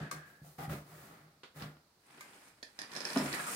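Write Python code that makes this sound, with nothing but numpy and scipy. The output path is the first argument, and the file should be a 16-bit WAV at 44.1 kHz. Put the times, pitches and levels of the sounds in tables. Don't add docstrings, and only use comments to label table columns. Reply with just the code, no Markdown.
import sys
import numpy as np
from scipy import signal
from scipy.fft import rfft, irfft
from scipy.io import wavfile

SR = 44100
rng = np.random.default_rng(int(sys.argv[2]) if len(sys.argv) > 2 else 0)


def dump(signal):
    limited = np.clip(np.atleast_2d(signal).T, -1, 1)
    pcm = np.round(limited * 32767).astype(np.int16)
    wavfile.write(sys.argv[1], SR, pcm)


N = 156555
T = np.arange(N) / SR


def from_db(db):
    return 10 ** (np.asarray(db) / 20)


def colour(x, points, tilt_db=0):
    hz, db = np.transpose(points)
    octaves = np.log2(np.maximum(np.fft.rfftfreq(8192, 1 / SR), 1))
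    gain = from_db(np.interp(octaves, np.log2(hz), db) + tilt_db * np.maximum(octaves, np.log2(hz[0])))
    cepstrum = irfft(np.log(gain / np.sqrt(np.mean(gain ** 2))))
    half = len(cepstrum) // 2
    cepstrum[1:half] *= 2
    cepstrum[half + 1:] = 0
    response = irfft(np.exp(rfft(cepstrum)))[None, :half]
    return signal.fftconvolve(np.atleast_2d(x), response, axes=1)[:, :N]


def butter(x, hz, kind="low", order=2):
    return signal.sosfilt(signal.butter(order, min(hz, SR / 2 - 1), kind, fs=SR, output="sos"), x)


def resonate(x, modes):
    out, power = 0, 0
    for hz, width_hz, db in modes:
        r = np.exp(-np.pi * width_hz / SR)
        b = from_db(db) * (1 - r * r) / 2
        poles = [1, -2 * r * np.cos(2 * np.pi * hz / SR), r * r]
        out = out + signal.lfilter([b, 0, -b], poles, x + 1e-18)
        power += from_db(db) ** 2 * (1 - r)
    return out / np.sqrt(power)


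def spread(pair, split_hz=722, bass_side_db=-20):
    side = butter(pair[1], split_hz, "high") + from_db(bass_side_db) * butter(pair[1], split_hz, order=1)
    mid = pair[0] + (np.sqrt(2) - 1) * butter(pair[0], split_hz, order=1)
    return np.array([mid + side, mid - side]) / np.sqrt(2)


def grains(per_s, spread_db):
    sizes = from_db(spread_db * np.minimum(rng.exponential(1, N), 4))
    pulses = (rng.random(N) < per_s / SR) * sizes * rng.choice([-1, 1], (2, N))
    stereo = spread(np.array([pulses[0], np.roll(pulses[1], 1)]))
    return stereo / stereo.std()


def friction(judder_hz=43.3, judder_db=2):
    waver = butter(rng.standard_normal(N + SR), judder_hz)[SR:]
    rub = grains(per_s=6000, spread_db=3.2) * from_db(judder_db * waver / waver.std())
    return rub / rub.std()


def swell(start_s, rise_s, hold_s, fall_s, db):
    falling_s = np.maximum(T - start_s - rise_s - hold_s, 0)
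    return from_db(db - 20 * falling_s / fall_s) * np.clip((T - start_s) / rise_s, 0, 1)


def impulse(time_s, db):
    return from_db(db) * (np.arange(N) == int(time_s * SR)) + 1e-18


def contact(time_s, db, decay_s, rise_s=0.00072, tick_db=4.5, crunch_db=1):
    t = T[:SR // 8]
    burst = spread(rng.choice([-1., 1.], (2, len(t)))) * np.minimum(t / rise_s, 1) * np.exp(-t / decay_s)
    crunch = np.pad(burst, ((0, 0), (int(time_s * SR), N)))[:, :N]
    return impulse(time_s + rise_s, db + tick_db) + from_db(db + crunch_db) * crunch


# (frequency [Hz], gain [dB])
HUSH_SPECTRUM = [(18, -29.5), (30, -0.5), (1220, -10), (3220, -19), (4300, -12), (7090, -19), (16000, -22)]


def hush(level_db=-70.5):
    noise = colour(spread(rng.standard_normal((2, N))), HUSH_SPECTRUM)
    return from_db(level_db) * butter(noise, 63.7, "high")


def room(x, low_t60_s=0.2884, treble_t60_s=0.2293, gap_s=0.003017, level_db=-2.5):
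    t = T[:SR // 2]
    noise = spread(rng.standard_normal((2, len(t)))) * (t > gap_s)
    low = butter(noise, 3700, order=1)
    tail = low * from_db(-60 * t / low_t60_s) + (noise - low) * from_db(-60 * t / treble_t60_s)
    tail = butter(tail / np.sqrt(np.sum(tail ** 2) / 2), 253, "high")
    return from_db(level_db) * signal.fftconvolve(x, tail, axes=1)[:, :N]


# (time [s], rise [s], hold [s], 20 dB fall [s], boom [dB], rasp [dB], cloth [dB])
STROKES = [(0, 0.00156, 0.0395, 0.0679, -46, -51.5, -78.5), (0.107, 0.0161, 0.0196, 0.1174, -54, -54, -62),
           (0.247, 0.0178, 0.029, .3, -68.5, -69.5, -69.5),
           (0.418, 0.0448, 0.0124, 0.2748, -63.5, -73, -62.5),
           (0.579, 0.0082, 0.0683, 0.01, -50, -51, -57.5),
           (0.686, 0.01344, 0.0311, 0.0919, -41.5, -48.5, -52.5),
           (0.832, 0.0914, 0.131, 0.23, -60, -61, -61.5), (1.078, 0.0293, 0.0667, 0.282, -64, -68, -91.5),
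           (1.54, 0.0324, .025, 0.0437, -55, -56, -57.5),
           (1.599, 0.0143, 0.0205, 0.1169, -49.5, -52.5, -62.5),
           (3.17, 0.034, 0.085, 0.11, -48.5, -51.5, -66.5)]
# (time [s], level [dB])
BUMPS = [(.010, -13), (.417, -18.5), (.583, -18.5), (.678, -8), (.704, -5), (1.623, -11.5), (1.656, -18)]
# (frequency [Hz], width [Hz], gain [dB])
BOX_MODES = [(78.4, 8.34, -8), (120, 13.9, -9.5), (152.3, 11.9, 6), (198.5, 19.6, -11), (269.5, 38.2, -13),
             (337, 37.4, -12), (543.5, 76, -21.5)]
# (frequency [Hz], gain [dB])
RASP_SPECTRUM = [(100, -12), (350, 0.5), (500, -1), (700, -1.5), (1000, -5.5), (1250, 2.5), (1550, -3.5),
                 (1900, -2.5), (2600, -13), (4300, -17.5), (7000, -26.5), (16000, -45)]
CLOTH_SPECTRUM = [(500, -21.5), (2500, -7), (4300, -2), (6500, -0.5), (9000, 1), (12000, 1), (14200, 3),
                  (16000, 2.5)]


def brushing(soft_hand_hz=166, radiation_hz=56.4):
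    boom, rasp, cloth = (sum(swell(*row[:4], row[column]) for row in STROKES) for column in (4, 5, 6))
    bumps = butter(sum(impulse(*bump) for bump in BUMPS), soft_hand_hz)
    wall = resonate(bumps + boom * friction(), BOX_MODES)
    wall += colour(rasp * grains(per_s=6000, spread_db=3), RASP_SPECTRUM)
    sleeve = colour(cloth * grains(per_s=12000, spread_db=3.5), CLOTH_SPECTRUM)
    return butter(wall, radiation_hz, "high", order=4) + sleeve


# (time [s], rise [s], hold [s], 20 dB fall [s], level [dB])
CUFF_STROKES = [(0.691, 0.0097, 0.0147, .07, -54)]
# (frequency [Hz], gain [dB])
CUFF_SPECTRUM = [(2000, -30), (9000, -15.5), (12500, -4), (14500, 1), (16000, 3)]


def cuff():
    envelope = sum(swell(*stroke) for stroke in CUFF_STROKES)
    return colour(envelope * grains(per_s=12000, spread_db=3.5), CUFF_SPECTRUM)


# (time [s], hold [s], frequency [Hz], width [Hz], level [dB], fade [dB/s])
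CREAKS = [(0.0085, 0.083, 1629, 104, -54, 20), (0.1603, 0.27, 1656, 89, -54.5, 67.5),
          (.582, 0.069, 789, 34.4, -45, 80), (0.44, 0.0287, 672, 210, -61.5, 201)]


def creaks():
    out = 0
    for time_s, hold_s, hz, width_hz, db, fade_db_per_s in CREAKS:
        fade = from_db(-fade_db_per_s * np.maximum(T - time_s, 0))
        envelope = swell(time_s, 0.0051, hold_s, 0.03, db) * fade
        out += resonate(envelope * grains(per_s=900, spread_db=1.5), [(hz, width_hz, 0)])
    return out


# (time [s], level [dB], decay [s], tilt [dB/octave])
TAPS = [(0.062, -45.5, .0033, -6.5), (1.433, -48.5, 0.0154, -1), (1.596, -54, 0.0143, 0.5),
        (1.621, -44, 0.0079, .5), (1.768, -52, 0.00207, -4), (2.333, -58.5, 0.0104, -1.5),
        (3.159, -35.5, .0057, -2)]
# (frequency [Hz], gain [dB])
WALL_SPECTRUM = [(100, -14), (300, -2.5), (700, -5), (1250, -1.5), (2200, -5), (4000, -4.5), (6000, -15),
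                 (10000, -25.5), (16000, -41.5)]
BOX_HIGHPASS_HZ = 97.4


def taps():
    wall = sum(colour(contact(time_s, db, decay_s), WALL_SPECTRUM, tilt_db)
               for time_s, db, decay_s, tilt_db in TAPS)
    return butter(wall, BOX_HIGHPASS_HZ, "high")


# (time [s], ring [dB], decay [s], crack [dB])
LID_HITS = [(0.1124, -35.5, 0.00541, -38), (2.2075, -44.5, 0.00627, -48)]
# (frequency [Hz], width [Hz], gain [dB])
LID_MODES = [(615, 71, -8.5), (1160.5, 80, 3), (1570.5, 84, -0.5), (2071, 81.3, 0)]
# (frequency [Hz], gain [dB])
CRACK_SPECTRUM = [(200, -8), (700, -4.5), (2800, -12), (4300, 3.5), (7000, 0.5), (10000, -0.5), (13000, -5),
                  (16000, -10.5)]


def lid_hits():
    out = 0
    for time_s, ring_db, decay_s, crack_db in LID_HITS:
        out += resonate(contact(time_s, ring_db, decay_s), LID_MODES)
        out += colour(contact(time_s, crack_db, decay_s), CRACK_SPECTRUM)
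    return out


# (time [s], level [dB], hardness corner [Hz])
KNOCKS = [(3.163, -32.5, 1290), (3.167, -25, 421), (3.201, -33, 696), (3.221, -36.5, 700),
          (3.254, -37, 453), (3.281, -38.5, 276)]
# (frequency [Hz], gain [dB], T60 [s])
STACK_MODES = [(202.07, -11, 0.22), (252.8, -4, 0.11), (274.75, -2.5, 0.174), (323.1, -9, 0.15),
               (356.9, -12, 0.132), (391.2, -14, 0.134), (531.5, -7, 0.0812), (628.2, -6, 0.087),
               (658, -9, 0.075), (881.7, -4.5, 0.073), (1004.8, -2.5, 0.045), (1224.2, -5, 0.094)]


def knocks():
    force = sum(butter(impulse(time_s, db), corner_hz) for time_s, db, corner_hz in KNOCKS)
    out = 0
    for hz, db, t60_s in STACK_MODES:
        r = from_db(-60 / (t60_s * SR))
        poles = [1, -2 * r * np.cos(2 * np.pi * hz / SR), r * r]
        out += from_db(db) * signal.lfilter([.5, 0, -.5], poles, force)
    return butter(out, BOX_HIGHPASS_HZ, "high", order=4)


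# (frequency [Hz], width [Hz], gain [dB])
GRIT_MODES = [(7500, 520, -1.5), (8534, 500, 0), (9665, 350, -1)]


def grit_ticks(envelope, level_db=-5.5):
    ticks = sum(from_db(db) * resonate(envelope * grains(per_s=90, spread_db=2.5), [(hz, width_hz, 0)])
                for hz, width_hz, db in GRIT_MODES)
    return from_db(level_db) * ticks / np.sqrt(len(GRIT_MODES))


# (time [s], grind [dB], grit [dB])
SLIDE = [(1.99, -81, -82.5), (2.1, -63, -71.5), (2.24, -61.5, -66.5), (2.48, -65.5, -67),
         (2.54, -73.5, -78.5), (2.76, -71.5, -74), (2.81, -54.5, -74), (2.89, -59.5, -69),
         (2.96, -48.5, -55), (3.03, -52.5, -62), (3.06, -48, -55), (3.145, -45.5, -51), (3.175, -42.5, -48),
         (3.26, -46, -49), (3.315, -47, -50.5), (3.335, -44, -46), (3.40, -47.5, -50.5), (3.445, -49, -50),
         (3.5, -45, -42.5), (3.55, -46, -43.5)]
# (frequency [Hz], gain [dB])
GRIND_SPECTRUM = [(40, -36), (90, -15.5), (160, 0.5), (380, -2), (520, -5.5), (750, -3), (1700, -2.5),
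                  (2400, -5), (3300, -11.5), (5000, -14.5), (8000, -38.5), (16000, -59.5)]
DUST_SPECTRUM = [(1500, -27.5), (3500, -16), (5200, -2), (6500, -1.5), (8200, 0), (9500, 0.5),
                 (11200, -5.5), (14000, -5), (16000, -13.5)]


def scrape(rub, dust_db=-1.5):
    times_s, grind_db, grit_db = np.transpose(SLIDE)
    grind, grit = (from_db(np.interp(T, times_s, db)) * (T > times_s[0]) for db in (grind_db, grit_db))
    ticks = grit_ticks(grit)
    dust = from_db(dust_db) * colour(grit * friction(), DUST_SPECTRUM)
    return colour(grind * rub, GRIND_SPECTRUM) + dust + ticks


# (time [s], hold [s], frequency [Hz], width [Hz], level [dB])
SQUEAKS = [(3.323, 0.0192, 1810, 230, -45), (3.347, 0.0505, 1299, 110, -47), (3.391, 0.017, 1631, 120, -44),
           (3.395, 0.0199, 743, 50.3, -48.5), (3.467, 0.0183, 1257, 170, -42.5)]


def squeaks(rub):
    return sum(resonate(swell(time_s, 0.00465, hold_s, 0.0184, db) * rub, [(hz, width_hz, 0)])
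               for time_s, hold_s, hz, width_hz, db in SQUEAKS)


# (time [s], level [dB], decay [s], edge ring [Hz])
CLICKS = [(2.6278, -39, 0.00428, 4570), (2.7893, -34, 0.00372, 4940), (2.8165, -31, 0.00184, 4830),
          (2.917, -43.5, 0.00347, 4940), (2.9349, -39.5, .002, 4940), (2.951, -38.5, 0.0029, 5030),
          (2.963, -34, 0.0031, 5200), (2.971, -36, 0.00277, 5130), (3.005, -35.5, 0.00364, 5140),
          (3.0513, -29.5, 0.00292, 5140), (3.0733, -39.5, 0.00178, 5130), (3.102, -35, 0.00222, 4930),
          (3.1324, -38, 0.00204, 5110), (3.1726, -30.5, 0.0032, 5050), (3.185, -33.5, 0.00183, 5100),
          (3.2584, -36.5, 0.0022, 4510), (3.328, -35, 0.00315, 4370)]
# (time [s], rise [s], hold [s], 20 dB fall [s], level [dB])
CHATTER = (3, 0.01, -0.11, .4, -44)
# (frequency [Hz], width [Hz], gain [dB])
TILE_MODES = [(348.3, 115, -2), (564, 141, -4.5), (960, 150, -6), (1762, 150, 4), (2446, 317, -6),
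              (3554, 540, -6.5), (4106, 160, -1.5), (4677, 368, -3.5), (5200, 290, -3), (5900, 103, -12.5),
              (8700, 640, -12), (9730, 244, -7.5)]


def clinks(edge_width_hz=370, edge_db=-5, stack_db=-0.5, ring_lowpass_hz=6510):
    force = swell(*CHATTER) * grains(per_s=200, spread_db=4)
    edges = 0
    for time_s, db, decay_s, hz in CLICKS:
        touch = contact(time_s, db, decay_s)
        force += touch
        edges += resonate(touch, [(hz, edge_width_hz, 0)])
    ring = from_db(stack_db) * resonate(force, TILE_MODES) + from_db(edge_db) * edges
    return butter(ring, ring_lowpass_hz, order=1)


def tiles(left_lag_s=0.0001793):
    rub = friction()
    ring = clinks() + squeaks(rub)
    ring[0] = np.interp(T - left_lag_s, T, ring[0])
    return ring + scrape(rub)


def scene():
    direct = tiles() + knocks() + lid_hits() + taps() + creaks() + brushing() + cuff()
    return direct + hush() + room(direct)


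# (frequency [Hz], left [dB], right [dB])
MIC_RESPONSES = [(291, 1, 2.5), (780, 2.5, 1), (1766, 1, 1.5), (2746, 2, 3), (4210, -3.5, 5.5),
                 (5050, -10, 5.5), (6360, -3, 3), (8270, 1.5, 2.5), (14100, 1.5, -0.5)]
CUTOFF_HZ = 15800


def record(dry):
    responses = np.array(MIC_RESPONSES)
    heard = np.vstack([colour(dry[channel], responses[:, [0, channel + 1]]) for channel in range(2)])
    return signal.sosfilt(signal.ellip(12, .1, 70, CUTOFF_HZ, fs=SR, output="sos"), heard)


dry = scene()
out = record(dry)
dump(out)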